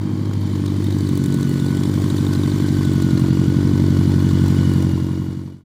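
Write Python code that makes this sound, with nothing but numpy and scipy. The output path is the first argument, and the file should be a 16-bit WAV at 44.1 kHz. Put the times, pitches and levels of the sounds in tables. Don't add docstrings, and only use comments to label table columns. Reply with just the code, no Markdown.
import sys
import numpy as np
from scipy import signal
from scipy.fft import rfft, irfft
from scipy.io import wavfile
from scipy.ndimage import uniform_filter1d, map_coordinates

SR = 44100
rng = np.random.default_rng(int(sys.argv[2]) if len(sys.argv) > 2 else 0)


def transcribe(signal):
    frames = np.atleast_2d(signal).T
    limited = np.clip(frames, -1, 1)
    pcm = np.round(limited * 32767).astype(np.int16)
    wavfile.write(sys.argv[1], SR, pcm)


N = 248724
TIME = np.arange(N) / SR
BRIGHT_HZ = 7700

# strength of rasp and knock in dB, of the tick in dB.
BEAT_NOISE = [(-2, -2), (-2, -6), (-3.5, -10.5), (-0.5, -11.5)]


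def undb(db):
    return 10 ** (np.asarray(db) / 20)


def curves(table):
    seconds, *columns = np.transpose(table)
    return [np.interp(TIME, seconds, column) for column in columns]


def steady(x):
    size = SR // 6
    power = uniform_filter1d(uniform_filter1d(x * x, size), size)
    return x / np.sqrt(np.abs(power) + 1e-18)


def ring(x, hz, width_hz):
    return signal.lfilter(*signal.iirpeak(hz, hz / width_hz, fs=SR), x)


def split(x, hz):
    low = signal.sosfiltfilt(signal.butter(6, hz, fs=SR, output="sos"), x)
    return low, x - low


def colour(x, points):
    hz, db = np.transpose(points)
    log_hz = np.log(np.arange(N // 2 + 1) * SR / N + 1)
    gain = undb(np.interp(log_hz, np.log(hz), db, left=-60, right=-40))
    return irfft(rfft(x) * gain, N)


def wander(rate):
    hold = int(SR / rate)
    steps = np.repeat(rng.standard_normal(N // hold + 1), hold)
    return 1.35 * uniform_filter1d(uniform_filter1d(steps, hold), hold)[:N]


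def bumps(turns, beat, place, length, scatter_db, jitter):
    cycle, within = np.divmod(turns - beat - place + 6, 4)
    chance = rng.standard_normal((100, 2))[cycle.astype(int)]
    offset = within - 2 + jitter * chance[:, 0]
    return undb(scatter_db * chance[:, 1]) * np.exp(-.5 * (offset / length) ** 2)


def detour(x, path_m):
    return map_coordinates(x, [(TIME - path_m / 343) * SR], order=3)


def street_echo(x, decay_s, first_s):
    t = np.arange(SR // 2) / SR
    echoes = rng.standard_normal(len(t)) * undb(-60 * t / decay_s) * (t > first_s)
    echoed = signal.fftconvolve(x, echoes / np.linalg.norm(echoes))[:N]
    return split(echoed, hz=5060)[0]


def reflections(x, distance):
    # time in seconds, then extra metres by way of parked cars, one house and another.
    extra_paths = [(0, 5, 19.4, 17.8), (.8, 7.6, 19.2, 17.8), (1.6, 6.8, 17.2, 18), (2.4, 8.4, 18.4, 18.8),
                   (3.2, 5.8, 19, 22.8), (4, 4, 17, 19)]
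    mirrored = sum(detour(x, path) for path in curves(extra_paths))
    return x + undb(-22.5 + .45 * distance) * mirrored


def road_bounce(x, distance):
    ear_m, engine_m = 1.504, .501
    extra_m = np.hypot(distance, ear_m + engine_m) - np.hypot(distance, ear_m - engine_m)
    return x + undb(-22) * detour(x, extra_m)


def grit(pitches, pings_per_s):
    out = 0
    for hz in np.geomspace(3200, 14500, pitches) * rng.uniform(.97, 1.03, pitches):
        taps = (rng.random(N) < pings_per_s / SR) * rng.uniform(-.79, 1, N)
        octaves = np.log2(hz / BRIGHT_HZ)
        out = out + undb(-4.5 * octaves) * ring(taps, hz, width_hz=62)
    return steady(out)


def tappet_pings(turns):
    out = 0
    for beat, hz, db in [(.97, 3810, 2.2), (.007, 4600, -1.2)]:
        taps = bumps(turns, beat, place=.63, length=.05, scatter_db=4, jitter=.03)
        blows = rng.standard_normal(N) * taps
        out = out + undb(db) * ring(ring(blows, hz, 600), hz, 600)
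    return steady(out)


def tappet_clacks(rise_s, width_hz):
    # start in seconds, ping pitch in Hz, then relative dB of the ping, ring and crack.
    strikes = [(.677, 3680, -36, -52, -54), (.841, 3800, -40, -41, -39), (.867, 3740, -37, -52, -56),
               (.923, 3800, -35, -40, -49), (.985, 4770, -39, -39, -49), (1.006, 4400, -37, -40, -48),
               (1.07, 4290, -35, -47, -52), (1.089, 3800, -38, -37, -40), (1.153, 4470, -44, -42, -38),
               (1.174, 3600, -39, -51, -31), (1.238, 4520, -40, -34, -47), (1.259, 3650, -37, -33, -36),
               (1.323, 3850, -38, -35, -44), (1.342, 3600, -42, -33.5, -37), (1.408, 4500, -40, -39, -44),
               (1.428, 3850, -34, -35, -39), (1.492, 4400, -39, -40, -37), (1.597, 3540, -34, -38, -47),
               (1.662, 4400, -36, -38, -49), (1.769, 3510, -37, -37, -44), (1.854, 3620, -39, -39, -50),
               (2.018, 3890, -41, -38, -45), (2.1, 3800, -31, -34, -41), (2.181, 3650, -32, -42, -46),
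               (2.265, 3630, -32, -41, -47), (2.329, 4600, -34, -41, -50), (2.349, 3950, -30, -40, -46),
               (2.433, 3700, -31.5, -43, -50), (2.85, 3700, -40, -37, -45), (2.934, 4400, -43, -42, -36),
               (3.02, 3850, -35, -35, -38), (3.106, 4000, -36, -39, -48), (3.173, 4160, -32.5, -44, -51),
               (3.194, 4300, -39, -39, -38), (4.48, 4260, -38, -41, -38), (4.736, 4200, -40, -40, -41),
               (4.822, 4470, -48, -41, -40)]
    out = np.zeros(N)
    t = np.arange(SR // 30) / SR
    contact = t / rise_s * np.exp(1 - t / rise_s)
    for start_s, hz, ping_db, bright_db, crack_db in strikes:
        blows = rng.standard_normal((3, len(t))) * contact
        bright_hz = BRIGHT_HZ * (1 + .046 * rng.uniform(-.91, 1))
        ping = ring(ring(blows[0], hz, width_hz), hz, width_hz)
        bright = ring(blows[1], bright_hz, width_hz=1300)
        crack = split(blows[2], hz=5130)[1]
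        start = int(start_s * SR)
        for part, db in [(ping, ping_db), (bright, bright_db), (crack, crack_db)]:
            out[start:start + len(t)] += undb(db) * part * contact.std() / part.std()
    return out


def gear_whine(turns):
    # time in seconds, low tone in dB, high tone in dB, low tone's roughness (0 is clean).
    whine = [(0, -59, -59, 0.7), (.85, -62, -52, 0.2), (1.15, -51, -55, 0.4), (1.45, -42.5, -54, 0.2),
             (1.74, -41, -56, 0.2), (1.92, -53, -52, 0.5), (2.12, -47, -52, .7), (2.45, -43.5, -55, 1.1),
             (2.68, -44, -54, 1), (2.95, -41.5, -53, 0.3), (3.28, -45.5, -53, 0.5), (3.52, -43, -53, 0.54),
             (3.8, -46, -52, 0.76), (4.25, -43, -48.5, 0.74), (4.65, -44.5, -46.5, 0.76),
             (5.05, -48, -52, 0.93)]
    low_db, high_db, rough = curves(whine)
    teeth, waver_rate, flutter = 63, 109.5, .58
    phase = 2 * np.pi * teeth * turns
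    low = np.sin(phase / 2 + 1.7 * rough * wander(waver_rate))
    low *= 1 + flutter * rough * wander(waver_rate)
    high = np.sin(phase + wander(waver_rate))
    high *= 1 + flutter * wander(waver_rate)
    return low * undb(low_db) + high * undb(high_db)


def valve_rustle(turns):
    # frequency in Hz, level in dB.
    rustle_tone = [(900, 3.5), (1500, 4), (1720, 3), (2050, 4), (2700, -3.5), (3100, 2), (3900, 1.5),
                   (4450, 1.5), (5300, -1.5), (6400, -5), (7100, -4.5), (9300, -10), (10200, -9),
                   (11300, -15.5), (15500, -10.5)]
    # pitch in Hz, width in Hz, level in dB.
    fin_rings = [(3420, 82, -7.5), (4444, 52, -0.5), (5990, 78, -0.5), (6980, 180, -6), (8600, 110, -12)]
    ticks = 0
    for beat, (_, db) in enumerate(BEAT_NOISE):
        strike = bumps(turns, beat, place=.67, length=.03, scatter_db=3, jitter=.04)
        tail = bumps(turns, beat, place=.86, length=.1, scatter_db=5.5, jitter=.022)
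        ticks = ticks + undb(db) * (.18 * strike + .89 * tail)
    grain = undb(1.4 * wander(rate=700))
    rattle = colour(rng.standard_normal(N) * grain * (1 + ticks), rustle_tone)
    fins = sum(undb(db) * ring(rattle, hz, width_hz) for hz, width_hz, db in fin_rings)
    return steady(rattle + fins)


def gas_rasp(turns, side):
    # frequency in Hz, level in dB.
    hiss_tone = [(250, -1.5), (420, 9.5), (540, 1.5), (640, 1.5), (720, -6), (850, -2), (1000, -1.5),
                 (1075, -3), (1150, -9), (1300, -9.5), (1700, -11), (2400, -12)]
    swell, knocks = .45, 0
    for beat, (db, _) in enumerate(BEAT_NOISE):
        swell += undb(db) * bumps(turns, beat, place=.99, length=.27, scatter_db=1.5, jitter=.046)
        knocks += undb(db) * bumps(turns, beat, place=.644, length=.076, scatter_db=2, jitter=.037)
    blows = rng.standard_normal(N) * knocks
    casing = sum(undb(db) * ring(blows, hz, width_hz)
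                 for hz, width_hz, db in [(1066, 29, 0), (970, 116, -3), (832, 28, -7)])
    hiss = colour(rng.standard_normal(N) * swell, hiss_tone)
    return steady(steady(hiss) + undb(-6 + 1.5 * side) * steady(casing))


def exhaust(turns, distance):
    # time in seconds, then dB of the low body, the boom (before a 5 dB lift) and the bark.
    levels = [(0.1, -24.5, -24, -29.5), (0.38, -25, -22, -33), (0.6, -25, -25, -26.5),
              (0.9, -24.5, -21, -25), (1.3, -19, -30.5, -25.5), (1.55, -20.5, -31.5, -25.5),
              (1.95, -20.5, -24, -24.5), (2.75, -19.5, -22, -23.5), (3.2, -16.5, -27.5, -23),
              (3.8, -17.5, -20, -22.0), (4.6, -17.0, -20.5, -24.5), (5.1, -18, -24, -24.5)]
    # place in its turn (0-1), level in dB, puff length in turns, pipe pitch and width in Hz.
    cylinders = [(.711, -3.6, .049, 354, 156), (.695, -5.6, .045, 344, 181), (.701, 6.4, .071, 259, 55),
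                 (.729, 0, .052, 413, 206)]
    # pitch in Hz, width in Hz, level in dB, sign (-1 flips the wave).
    silencer_rings = [(107.5, 12.8, 18.5, -1), (176.7, 6.2, 6.5, 1), (179, 6.2, 4, -1), (277.4, 30, -8, -1),
                      (312.5, 16.1, 7.5, 1), (355, 7.2, 1, 1), (517, 52, 1.5, -1)]
    body_db, boom_db, bark_db = curves(levels)
    flow, crests = 0, 0
    for beat, (place, db, length, hz, width_hz) in enumerate(cylinders):
        puffs = bumps(turns, beat, place, length, scatter_db=.6, jitter=.004)
        flow += undb(db) * ring(puffs, hz, width_hz)
        crests += puffs ** 4
    silencer = sum(sign * undb(db) * ring(flow, hz, width_hz) for hz, width_hz, db, sign in silencer_rings)
    above_bass = split(flow + silencer, hz=109)[1]
    body, bark = split(above_bass, hz=260)
    hollow = np.clip(.095 * (distance - 5.1), 0, .8)
    body = body - hollow * ring(body, hz=148.6, width_hz=8.4)
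    buzz = undb(-22.5) * steady(split(crests, hz=427)[1])
    hum = undb(-14.5 - distance) * np.cos(2 * np.pi * turns)
    boom = np.cos(4 * np.pi * (turns - .035)) - hum
    boom *= undb(.5 * wander(rate=26))
    return boom * undb(boom_db + 5) + steady(body) * undb(body_db) + (steady(bark) + buzz) * undb(bark_db)


def scene():
    # time in seconds, engine speed in turns a second.
    engine_speed = [(0.0, 49.77), (0.28, 50.48), (0.6, 48.25), (0.85, 49.14), (1.19, 47.3), (1.63, 46.69),
                    (1.9, 48.24), (2.19, 48.39), (2.32, 47.63), (2.61, 48.6), (3.22, 45.34), (3.72, 47.58),
                    (3.98, 46.58), (4.12, 47.21), (4.29, 46.57), (4.61, 46.96), (4.96, 45.29), (5.64, 46.8)]
    # time in seconds, distance in metres, how much of the engine's side faces us (0-1).
    ride = [(0, 11, .05), (.9, 8.9, 0.9), (1.5, 9.1, 0.83), (2.7, 3.94, 0.95), (3.5, 2.3, 0.03),
            (4.5, 3.92, 0)]
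    # time in seconds, then the levels of gas rasp, rustle and treble sizzle in dB.
    engine_levels = [(0, -41.5, -50.5, -59), (0.6, -40.5, -44.5, -52.5), (1.3, -41, -43.5, -49.5),
                     (2, -37, -41.5, -47), (2.7, -38.5, -40, -47.5), (3.6, -37.5, -42, -51),
                     (4.5, -36.5, -40, -48), (5.1, -37, -43.5, -51)]
    speed, = curves(engine_speed)
    turns = np.cumsum(speed) / SR
    distance, side = curves(ride)
    rasp_db, rustle_db, sizzle_db = curves(engine_levels)
    rattle = valve_rustle(turns) + undb(-8) * grit(pitches=36, pings_per_s=18)
    rustle, sizzle = split(road_bounce(rattle, distance), hz=7000)
    bike = reflections(exhaust(turns, distance), distance)
    bike += gas_rasp(turns, side) * undb(rasp_db)
    bike += steady(rustle) * undb(rustle_db) + steady(sizzle) * undb(sizzle_db)
    bike += tappet_pings(turns) * undb(rustle_db - 23.5 + 12.5 * side)
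    bike += gear_whine(turns)
    bike += tappet_clacks(rise_s=.0014, width_hz=380)
    echo = street_echo(bike, decay_s=.16, first_s=.018) * undb(-26.5 + 1.98 * distance)
    return (bike + echo)[None]


def record(dry):
    fade_start_s, fade_end_s, top_hz = 4.777, 5.64, 15850
    fade = np.interp(TIME, [fade_start_s, fade_end_s], [1, 0])
    treble_cut = signal.ellip(10, .2, 80, top_hz, fs=SR, output="sos")
    return signal.sosfilt(treble_cut, dry * fade)


dry = scene()
out = record(dry)
transcribe(out)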